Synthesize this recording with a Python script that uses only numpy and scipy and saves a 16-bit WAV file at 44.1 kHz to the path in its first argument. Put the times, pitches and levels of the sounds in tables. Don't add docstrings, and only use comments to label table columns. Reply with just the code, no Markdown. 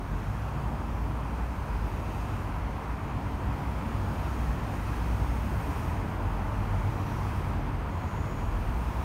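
import sys
import numpy as np
from scipy import signal
from scipy.fft import rfft, irfft, next_fast_len
from scipy.io import wavfile
from scipy.ndimage import uniform_filter1d

SR = 44100
rng = np.random.default_rng(int(sys.argv[2]) if len(sys.argv) > 2 else 0)


def generate_wav(signal):
    frames = np.transpose(np.atleast_2d(signal))
    scaled = np.clip(frames, -1, 1) * 32767
    pcm = np.round(scaled).astype(np.int16)
    wavfile.write(sys.argv[1], SR, pcm)


N = 398663

# (time [s], exhaust rumble [dB], tyre roar [dB], distant hiss brightness [dB])
STREAM_LEVELS = [(0.0, -34, -42.5, -2), (0.4, -35.5, -40.5, 1.5), (1.0, -33.5, -40.5, 1.5),
                 (1.6, -35.5, -40.5, -0.5), (2.3, -33, -40, 2), (2.8, -35.5, -39.5, -2),
                 (3.3, -32.5, -40, -6), (4.0, -32.5, -39.5, -2.5), (5.0, -32.5, -40, 0), (5.7, -32, -39, 3),
                 (6.5, -33.5, -38.5, 1), (7.3, -31.5, -39, -3), (8.0, -33.5, -39.5, -3),
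                 (9.04, -34, -39.5, -1.2)]
# (frequency [Hz], relative density [dB per Hz])
RUMBLE_SPECTRUM = [(12, -30), (22, -19), (30, -3), (40, -0.5), (60, 1.5), (112, -5), (176, -5.5),
                   (290, -11.5), (370, -16.5), (500, -22.5), (780, -29.5), (1300, -78)]
# (centre [Hz], width [Hz], lift [dB])
BOOM_MODES = [(45, 9.3, 1.5), (56, 10, 2), (71, 7.2, 0), (82.7, 15, 3), (100, 15.3, 7.5),
              (136.5, 12.4, 4.5), (234.8, 15.7, 4), (257, 17.5, -4), (284.2, 19, 4), (439, 10, 5.5)]
# (frequency [Hz], relative density [dB per Hz])
ROAR_SPECTRUM = [(150, -62), (250, -8.5), (287, -11), (351, -11.5), (511, -10), (956, -4.5), (1790, -16.5),
                 (2570, -20), (3700, -32), (5000, -37), (6500, -50), (11000, -120)]
# (centre [Hz], width [Hz], lift [dB])
TREAD_MODES = [(943, 110, 1), (1320, 59, 1), (2520, 220, 1), (3200, 350, 2)]
# (frequency [Hz], relative density [dB per Hz])
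HISS_SPECTRUM = [(1500, -28), (2500, -5.5), (4000, -1.5), (7000, -1.5), (10000, -6), (13000, -8),
                 (14400, -8.5)]
# (time of going under the bridge [s], unshadowed hiss [dB], brightness [dB])
NEAR_CARS = [(0.55, -63, -2), (2.38, -61, 0), (4.5, -60, 1.3), (5.2, -57.5, -1.5), (5.9, -58.5, 4),
             (7.48, -59, 1.7), (8.45, -66, -1.5), (9.2, -60, 3.5)]
# (time [s], frequency [Hz], level [dB])
HUM_NOTE = [(0.25, 58.1, -39), (0.5, 60.4, -37), (0.8, 55.2, -38), (1.1, 56, -34), (1.5, 60.3, -35.5),
            (1.75, 58.8, -39), (2.2, 56, -39), (2.6, 55.2, -44), (2.9, 57.5, -34.5), (3.2, 57.5, -41),
            (3.7, 58.3, -36.5), (4.1, 60.05, -41), (4.45, 61.9, -28), (4.75, 57.9, -39), (5.0, 57.9, -31),
            (5.35, 60.5, -31), (5.65, 63, -33.5), (5.9, 63, -41)]
# (start [s], length [s], first frequency [Hz], last frequency [Hz], peak level [dB])
LOUD_TONES = [(0.0, 0.4, 45.3, 45.2, -34), (0.147, 0.39, 102.5, 103, -37), (0.4, 0.49, 138.9, 141.2, -39.5),
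              (1.609, 0.41, 51.44, 48.5, -32.5), (1.9, 0.83, 103, 105.4, -40),
              (2.369, 0.35, 45.5, 45.2, -36), (3.742, 0.51, 97.1, 99.4, -37),
              (4.172, 0.98, 101.6, 105.3, -37), (4.338, 0.56, 54.4, 51.8, -37),
              (4.949, 0.42, 51.5, 47.2, -33), (5.004, 0.43, 99.3, 96.3, -41), (5.607, 0.47, 81, 81.8, -35),
              (5.89, 0.74, 48.24, 45.3, -33), (6.449, 0.68, 102.6, 98.8, -32),
              (6.485, 0.53, 43.2, 47.5, -32.5), (6.55, 0.54, 95.5, 90.3, -37),
              (7.15, 0.27, 100.5, 103.2, -37), (7.4, 0.48, 45.5, 42.6, -32),
              (8.029, 0.95, 100.7, 101.1, -38.5), (8.258, 0.61, 42.2, 39, -33),
              (8.359, 0.78, 53.7, 58.5, -33.5), (8.608, 1, 66.7, 66.5, -33.5)]
# (start [s], length [s], centre [Hz], width [Hz], peak level [dB])
BRAKE_RUBS = [(1.7, .75, 6600, 330, -75), (1.8, 0.8, 2650, 170, -62), (1.9, 0.67, 8500, 400, -76),
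              (6.8, .6, 5800, 400, -67), (6.9, .6, 15000, 800, -75), (7.82, 0.83, 6800, 500, -64),
              (8.598, .7, 15000, 800, -71)]
# (centre [Hz], width [Hz], lift [dB])
PORT_MODES = [(7650, 1030, -4), (8600, 580, 2), (10400, 480, -3.5), (12700, 1300, 2)]

HEIGHT_M, SPEED_M_S, FAR_HISS_DB = 6.6, 10.6, -63
SHADOW_S, TREBLE_SHADOW_S = 0.16, 0.09
ROAR_DULL_DB, ROAR_LIFT = -4, 0.69
FAINT_COUNT, FAINT_S, FAINT_DB = 10, 0.53, -41.5
FAINT_LOW_HZ, FAINT_HIGH_HZ, FAINT_GLIDE = 44.96, 130.6, 0.028
WAVER_HZ, SECOND_HARMONIC_DB = 0.62, -20
EDGE_HZ = 15740


def gain_of(db):
    return 10 ** (np.asarray(db) / 20)


def evened(x):
    return x / np.sqrt(np.mean(x ** 2) + 1e-20)


def drift(count, size):
    once = uniform_filter1d(rng.standard_normal(count), size=size)
    return evened(uniform_filter1d(once, size=size))


def columns(rows):
    time_s, *values = np.transpose(rows)
    t = np.arange(N) / SR
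    return [np.interp(t, time_s, value) for value in values]


def read(points, hz):
    f, db = np.transpose(points)
    return np.interp(np.log(hz + 1), np.log(f + 1), db)


def humps(modes, hz):
    return sum(db * np.exp(-2 * ((hz - f) / width) ** 2) for f, width, db in modes)


def coloured(x, shape_db):
    size = next_fast_len(N)
    hz = np.fft.rfftfreq(size, 1 / SR)
    return irfft(rfft(x, size) * gain_of(shape_db(hz)), size)[:N]


def tilted(x, bright_db, pivot_hz):
    top = coloured(x, lambda hz: -10 * np.log10(1 + (pivot_hz / (hz + 1)) ** 4))
    return x + (gain_of(bright_db) - 1) * top


def patchy_noise(patchy_db, gust_db):
    frames = N // 128 + 5
    real, imaginary, patches = rng.standard_normal((frames, 257, 3)).T
    across_bands = uniform_filter1d(patches, size=5, axis=0)
    patches = evened(uniform_filter1d(across_bands, size=70, axis=1))
    gusts = drift(frames, 14)
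    spectrum = (real + 1j * imaginary) * gain_of(patchy_db * patches + gust_db * gusts)
    return signal.istft(spectrum, nperseg=512, noverlap=384)[1][:N]


def near_power(shadow_s):
    pass_s, hiss_db, _ = np.transpose(NEAR_CARS)[:, :, None]
    t = np.arange(N) / SR - pass_s
    spreading = 1 / (1 + (SPEED_M_S * t / HEIGHT_M) ** 2)
    in_view = 0.5 - 0.5 * np.tanh(t / shadow_s)
    return gain_of(2 * (hiss_db - FAR_HISS_DB)) * spreading * in_view


def exhaust_rumble():
    level_db, _, _ = columns(STREAM_LEVELS)
    noise = patchy_noise(0.12, 0.15)
    rumble = coloured(noise, lambda hz: read(RUMBLE_SPECTRUM, hz) + humps(BOOM_MODES, hz))
    return gain_of(level_db) * evened(rumble)


def tyre_roar():
    _, level_db, _ = columns(STREAM_LEVELS)
    noise = patchy_noise(0.71, 0.23)
    roar = coloured(noise, lambda hz: read(ROAR_SPECTRUM, hz) + humps(TREAD_MODES, hz))
    near_db = 10 * np.log10(1 + near_power(SHADOW_S).sum(axis=0))
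    return gain_of(level_db) * tilted(evened(roar), ROAR_DULL_DB + ROAR_LIFT * near_db, 2200)


def tyre_hiss():
    body = 1 + near_power(SHADOW_S).sum(axis=0)
    far_treble = gain_of(2 * columns(STREAM_LEVELS)[2])
    near_treble = gain_of(2 * np.transpose(NEAR_CARS)[2]) @ near_power(TREBLE_SHADOW_S)
    bright_db = 10 * np.log10((far_treble + near_treble) / body)
    hiss = coloured(patchy_noise(1.0, 0.23), lambda hz: read(HISS_SPECTRUM, hz))
    return gain_of(FAR_HISS_DB) * np.sqrt(body) * tilted(evened(hiss), bright_db, 8700)


def firing_tones(shake_hz):
    out = np.zeros(N)
    when, pitch, glide = rng.random((FAINT_COUNT, 3)).T
    first = FAINT_LOW_HZ * (FAINT_HIGH_HZ / FAINT_LOW_HZ) ** pitch
    last = first * (1 + FAINT_GLIDE * (2 * glide - 1))
    faint = [(s, FAINT_S, f, g, FAINT_DB) for s, f, g in zip(when * N / SR, first, last)]
    tones = faint + LOUD_TONES
    for (start_s, length_s, first_hz, last_hz, level_db), cycle in zip(tones, rng.random(len(tones))):
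        at = np.arange(max(round(start_s * SR), 0), min(round((start_s + length_s) * SR), N))
        way = (at / SR - start_s) / length_s
        hz = first_hz + (last_hz - first_hz) * way + shake_hz[at]
        phase = 2 * np.pi * (np.cumsum(hz) / SR + cycle)
        tone = np.sin(phase) + gain_of(SECOND_HARMONIC_DB) * np.sin(2 * phase)
        out[at] += np.sqrt(2) * gain_of(level_db) * tone * np.sin(np.pi * way)
    return out


def engine_hum(shake_hz):
    hum_hz, level_db = columns(HUM_NOTE)
    t = np.arange(N) / SR
    heard = np.clip(np.minimum(t - HUM_NOTE[0][0], HUM_NOTE[-1][0] - t) / 0.14, 0, 1)
    phase = 2 * np.pi * np.cumsum(hum_hz + shake_hz) / SR
    return np.sqrt(2) * gain_of(level_db) * heard * np.sin(phase)


def engines():
    shake_hz = WAVER_HZ * drift(N, 3000)
    return firing_tones(shake_hz) + engine_hum(shake_hz)


def brakes():
    out, t = np.zeros(N), np.arange(N) / SR
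    for start_s, length_s, centre_hz, width_hz, level_db in BRAKE_RUBS:
        noise = rng.standard_normal(N)
        whistle = coloured(noise, lambda hz: -np.minimum(12 * ((hz - centre_hz) / width_hz) ** 2, 80))
        swell = np.sin(np.pi * np.clip((t - start_s) / length_s, 0, 1))
        out += gain_of(level_db) * evened(whistle) * swell
    return out


def scene():
    return (engines() + exhaust_rumble() + tyre_roar() + tyre_hiss() + brakes())[None]


def record(dry):
    ported = coloured(dry[0], lambda hz: humps(PORT_MODES, hz) - 10 * np.log10(1 + (34 / (hz + 1)) ** 12))
    band_limit = signal.firwin(2047, EDGE_HZ, window=("kaiser", 9), fs=SR)
    return signal.oaconvolve(ported[None], band_limit[None], "same")


dry = scene()
out = record(dry)
generate_wav(out)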